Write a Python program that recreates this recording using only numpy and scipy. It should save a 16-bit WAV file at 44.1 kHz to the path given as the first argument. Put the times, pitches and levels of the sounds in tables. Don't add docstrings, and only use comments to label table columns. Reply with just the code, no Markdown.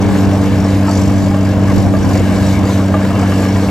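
import sys
import numpy as np
from scipy import signal
from scipy.fft import rfft, irfft, next_fast_len
from scipy.io import wavfile
from scipy.ndimage import uniform_filter1d, map_coordinates

SR = 44100
rng = np.random.default_rng(int(sys.argv[2]) if len(sys.argv) > 2 else 0)


def to_wav(sig):
    pcm = np.clip(np.atleast_2d(sig), -1, 1) * 32767
    pcm = np.round(pcm).astype(np.int16)
    wavfile.write(sys.argv[1], SR, pcm.T)


N = 163170
T = np.arange(N) / SR


def amp(db):
    return 10 ** (np.asarray(db) / 20)


def unit(x):
    return x / np.sqrt(np.mean(x ** 2) + 1e-20)


def along(points, hz):
    f, v = np.transpose(points)
    return np.interp(np.log(hz + 1), np.log(f + 1), v)


def spectrum(points):
    return lambda hz: amp(along(points, hz))


def curves(rows):
    s, *columns = np.transpose(rows)
    return [np.interp(T, s, column) for column in columns]


def wobble(rate):
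    knots = rng.standard_normal(int(N * rate / SR) + 4)
    return map_coordinates(knots, [T * rate])


def filtered(x, response):
    m = next_fast_len(N + SR // 2)
    return irfft(rfft(x, m) * response(np.fft.rfftfreq(m, 1 / SR)), m)[..., :N]


def rush(response, patchy_db, gate=1):
    z = signal.stft(gate * rng.standard_normal((2, N)), nperseg=512)[2]
    over_frequency = uniform_filter1d(rng.standard_normal(z.shape[1:]), 5, 0)
    patches = unit(uniform_filter1d(over_frequency, 10, 1))
    pair = signal.istft(z * amp(patchy_db * patches), nperseg=512)[1][:, :N]
    return unit(filtered(pair, response))


def bursts(times, db, rise_s):
    spikes = np.bincount((times * SR).astype(int) % N, amp(db), N)
    u = np.arange(SR // 20) / SR / rise_s
    return signal.fftconvolve(spikes, (u * np.exp(1 - u)) ** 2)[:N]


def resonances(modes):
    def response(f):
        total = 0
        for k, (centre, width, db) in enumerate(modes):
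            damping = 1j * f * width
            total = total + (-1) ** k * amp(db) * damping / (centre * centre - f * f + damping)
        return total
    return response


# start_s [s], firing_rate [firings per s]
FIRING_RATE = [(0, 96.8), (1.7, 96.62), (2.3, 96.22), (3.7, 96.38)]
FIRST_FIRING_S = .009


def firings():
    rate, = curves(FIRING_RATE)
    return np.cumsum(rate) / SR - rate[0] * FIRST_FIRING_S


# start_s [s], level_db [dB]
GUSTS = [(0, -21), (.55, -22), (.8, -33), (1.05, -20), (1.5, -27.5), (1.75, -18.5), (2.35, -19), (2.8, -33),
         (3.2, -26), (3.7, -42)]
# pitch_hz [Hz], level_db [relative dB per Hz]
BUFFET = [(20, -38), (45, -7), (80, -7), (130, -4), (300, -9), (600, -20.5)]
LUMP_DB, LUMPS_PER_S, BUFFET_PATCHY_DB = 2.5, 18, 1.5


def wind():
    lumps = amp(LUMP_DB * np.array([wobble(LUMPS_PER_S), wobble(LUMPS_PER_S)]))
    falling = lambda hz: spectrum(BUFFET)(hz) / (1 + (hz / BUFFET[-1][0]) ** 2)
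    return amp(curves(GUSTS)[0]) * unit(lumps * rush(falling, BUFFET_PATCHY_DB))


# pitch_hz [Hz], level_db [relative dB per Hz]
HISS = [(1500, -9), (3000, -2), (4000, 1), (6000, -3.5), (8000, -2.5), (9500, -19), (11200, -4),
        (12800, -13), (15500, -66)]
# start_s [s], level_db [dB]
HISS_LEVEL = [(0, -37.5), (1.0, -38), (1.45, -42), (1.75, -39.5), (1.92, -40), (2.15, -37), (2.5, -32.5),
              (2.62, -38.5), (2.73, -33.5), (2.9, -40.5), (3.35, -36), (3.7, -36)]
HISS_FLUTTER_DB = 1.5


def air_hiss():
    level_db = curves(HISS_LEVEL)[0] + HISS_FLUTTER_DB * wobble(20)
    return amp(level_db) * rush(spectrum(HISS), patchy_db=2.0)


# pitch_hz [Hz], width_hz [Hz], level_db [relative dB]
RATTLER = [(4610, 280, 1), (5000, 250, 0.5), (5250, 340, -0.5), (5650, 240, 3.5), (6180, 230, -0.5),
           (7010, 136, 1), (7600, 220, -1.5), (8940, 300, -6.5), (11450, 160, -7.5)]
# start_s [s], level_db [dB]
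RATTLE_LEVEL = [(0, -40), (.84, -39), (.91, -31.5), (1.35, -41), (1.68, -40.5), (1.79, -34.5), (1.9, -43.5),
                (2.17, -34), (2.27, -49), (2.37, -37.5), (2.5, -36), (2.65, -41), (2.95, -43), (3.33, -37),
                (3.7, -41.5)]
RATTLE_LAG_S, RATTLE_RISE_S, RATTLE_SPREAD_DB = .0085, .0065, 2.2
RATTLE_BUZZ = .25


def steel_rattle():
    every_second = np.diff(np.floor(firings() / 2)) > 0
    times = T[1:][every_second] + RATTLE_LAG_S
    gate = bursts(times, RATTLE_SPREAD_DB * rng.standard_normal(len(times)), RATTLE_RISE_S)
    return amp(curves(RATTLE_LEVEL)[0]) * rush(resonances(RATTLER), 2.6, gate + RATTLE_BUZZ)


GRIND_PER_S, GRIND_DB, GRIND_SPREAD_DB = 90, -9, 7


def track_knocks():
    draws = rng.random((int(GRIND_PER_S * N / SR), 2))
    times = draws[:, 0] * N / SR
    levels_db = GRIND_DB + GRIND_SPREAD_DB * (2 * draws[:, 1] - 1)
    return 3.0 + bursts(times, levels_db, rise_s=0.0047)


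# pitch_hz [Hz], width_hz [Hz], level_db [relative dB]
PINS = [(1261, 56, -3), (1660, 164, -1), (2254, 174, -3), (2713, 93, -1.5), (3018, 160, -4)]
# start_s [s], level_db [dB]
SQUEAK_LEVEL = [(0.05, -37.5), (1.71, -38.5), (1.89, -50), (2.09, -38.5), (2.6, -34.5), (2.9, -38),
                (3.1, -34), (3.43, -31.5), (3.6, -38)]


def pin_squeaks(knocks):
    squared = lambda hz: resonances(PINS)(hz) ** 2
    return rush(squared, 3.1, knocks) * amp(curves(SQUEAK_LEVEL)[0])


# start_s [s], level_db [dB], pitch_hz of the favoured mode [Hz]
CLANKS = [(0.086, -17, 625), (0.469, -16, 490), (0.881, -16, 900), (1.099, -20, 1180), (1.312, -15, 625),
          (1.344, -17, 800), (1.562, -19, 500), (1.682, -18, 1180), (1.700, -16, 1080), (1.839, -19, 480),
          (1.937, -14, 625), (1.949, -20, 1650), (2.045, -20, 1000), (2.109, -16, 720), (2.152, -12, 510),
          (2.2, -15, 490), (2.357, -18, 750), (2.694, -16, 1000), (2.795, -18, 800), (2.94, -12, 1190),
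          (3.049, -18, 1000), (3.104, -15, 680), (3.228, -12, 700), (3.32, -18, 1200), (3.45, -13, 820),
          (3.559, -14, 1000), (3.685, -17, 2200)]
# pitch_hz [Hz], level_db [relative dB], t60_s [s]
LINKS = [(430, -3, .11), (625, -1, .11), (820, -4, .1), (1180, -1, .09), (1650, -5, .08), (2250, -7, .07),
         (2730, -11, .06)]
LINK_SCATTER_DB, FOCUS_DB_PER_OCTAVE = 2.5, 8
CRACK_DB, CLANK_RISE_S = 0, .001


def track_clanks():
    out, t = np.zeros(N + SR), np.arange(SR // 5) / SR
    for start_s, db, top_hz in CLANKS:
        stretch = min((top_hz / hz for hz, *_ in LINKS), key=lambda r: abs(np.log(r)))
        ring = 0
        for hz, level, t60 in LINKS:
            pitch = hz * stretch
            focus_db = -FOCUS_DB_PER_OCTAVE * abs(np.log2(pitch / top_hz))
            mode_db = level + focus_db + rng.normal(0, LINK_SCATTER_DB)
            ring = ring + amp(mode_db - 60 * t / t60) * np.sin(2 * np.pi * (pitch * t + rng.random()))
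        crunch = uniform_filter1d(rng.standard_normal(len(t)), size=9)
        crunch = crunch * amp(CRACK_DB - 60 * t / 0.031)
        onset = 1 - np.exp(-t / CLANK_RISE_S)
        out[round(start_s * SR):][:len(t)] += amp(db) * (ring + crunch) * onset
    return out[:N]


# pitch_hz [Hz], level_db [relative dB per Hz]
BODY = [(200, -22), (380, -8), (500, -0.5), (557, -2), (620, -2), (718, -6), (1180, -10.5), (1340, -16.5),
        (1590, -13.5), (1930, -18.5), (2230, -17.5), (2500, -22.5), (3760, -28), (6000, -43)]
# start_s [s], level_db [dB]
BODY_LEVEL = [(0, -22), (.81, -22.5), (1.6, -24), (1.72, -21.5), (1.92, -26), (2.1, -22), (2.71, -23),
              (3.7, -21.5)]
BODY_PATCHY_DB = 1.6


def body_grind(knocks):
    return rush(spectrum(BODY), BODY_PATCHY_DB, knocks) * amp(curves(BODY_LEVEL)[0])


# pitch_hz [Hz], level_db [relative dB per Hz]
RUMBLE = [(20, -32), (35, -12.5), (60, 3), (90, 7), (140, 2.5), (240, 3.5), (320, 3.5), (370, -5),
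          (500, -9), (900, -61)]
# start_s [s], level_db [dB]
RUMBLE_LEVEL = [(0, -18.5), (.6, -19.5), (1.4, -21), (1.9, -17.5), (2.7, -18.5), (3.2, -18), (3.7, -18.5)]
RUMBLE_PATCHY_DB = 1.5


def low_roar():
    return rush(spectrum(RUMBLE), RUMBLE_PATCHY_DB) * amp(curves(RUMBLE_LEVEL)[0])


CYLINDERS = 6
# start_s [s], level_db of harmonics 1, 2 and 3 of the firing rate [dB rms]
EXHAUST = [(0, -16.5, -15.5, -18.5), (1.3, -15, -16, -19.5), (3.7, -16.5, -16, -22)]
# order [multiple of the engine cycle], level_db [dB rms]
ORDER_LINES = [(14, -31), (15, -30), (16, -34), (20, -33), (38, -39), (42, -41), (43, -43), (50, -41),
               (66, -43)]
GROWL_ORDERS = [25.6, 30, 39]
# start_s [s], level_db for each growl order in turn [dB rms]
GROWLS = [(0, -26.5, -47, -45), (.55, -37, -28.5, -30), (.9, -46, -41, -35), (1.6, -34, -46, -31),
          (1.8, -63, -32, -40), (2.2, -60, -43, -30.5), (3.7, -30.5, -38, -40)]
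# pitch_hz [Hz], level_db [dB rms]
TONES = [(114, -29.5), (593, -41.5)]
ORDER_WAVER_DB, TONE_WAVER_DB = 2, 2.5
TONE_DRIFT = 0.19


def engine():
    turn = 2 * np.pi * firings()
    beat = sum(amp(db) * np.cos((k + 1) * turn) for k, db in enumerate(curves(EXHAUST)))
    orders = 0
    for order, db in list(ORDER_LINES) + list(zip(GROWL_ORDERS, curves(GROWLS))):
        level = amp(db + ORDER_WAVER_DB * wobble(9.9))
        orders = orders + level * np.cos(order * turn / CYLINDERS + rng.uniform(0, 2 * np.pi))
    tones = 0
    for hz, db in TONES:
        level = amp(db + TONE_WAVER_DB * wobble(1.7))
        tones = tones + level * np.cos(2 * np.pi * hz * T + TONE_DRIFT * wobble(4.25))
    return np.sqrt(2) * (beat + orders + tones)


# pitch_hz [Hz], likeness [correlation, 1 = alike]
ALIKE = [(100, .9), (640, .98), (1410, .93), (2000, .75), (3100, .82), (6820, .75), (12000, .8)]
# pitch_hz [Hz], level_db [dB]
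LEFT_OVER_RIGHT = [(200, 0), (500, .5), (1290, 1.5), (2380, 1.5), (4400, 3), (8120, .5), (15000, 0)]
# pitch_hz [Hz], lead of left over right [radians]
TREBLE_PHASE = [(300, 0), (2150, .3), (3270, 1.1), (5340, .55), (7840, .9), (11000, 1.5)]


def scene():
    knocks = track_knocks()
    direct, scattered = low_roar() + body_grind(knocks) + pin_squeaks(knocks) + steel_rattle() + air_hiss()
    angle = lambda hz: np.arccos(np.clip(along(ALIKE, hz), -1, 1)) / 2
    mid = filtered(direct, lambda hz: np.cos(angle(hz))) + engine() + track_clanks()
    side = filtered(scattered, lambda hz: np.sin(angle(hz)))
    tilt = lambda hz: amp(along(LEFT_OVER_RIGHT, hz) / 2) * np.exp(.5j * along(TREBLE_PHASE, hz))
    both = lambda hz: np.array([tilt(hz), 1 / tilt(hz)])
    return filtered(np.array([mid + side, mid - side]), both) + wind()


CLIP_TOP, CLIP_HARD = .97, 8
TOP_HZ = 15850


def record(dry):
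    squeezed = dry / (1 + np.abs(dry / CLIP_TOP) ** CLIP_HARD) ** (1 / CLIP_HARD)
    return filtered(squeezed, lambda hz: hz < TOP_HZ)


dry = scene()
out = record(dry)
to_wav(out)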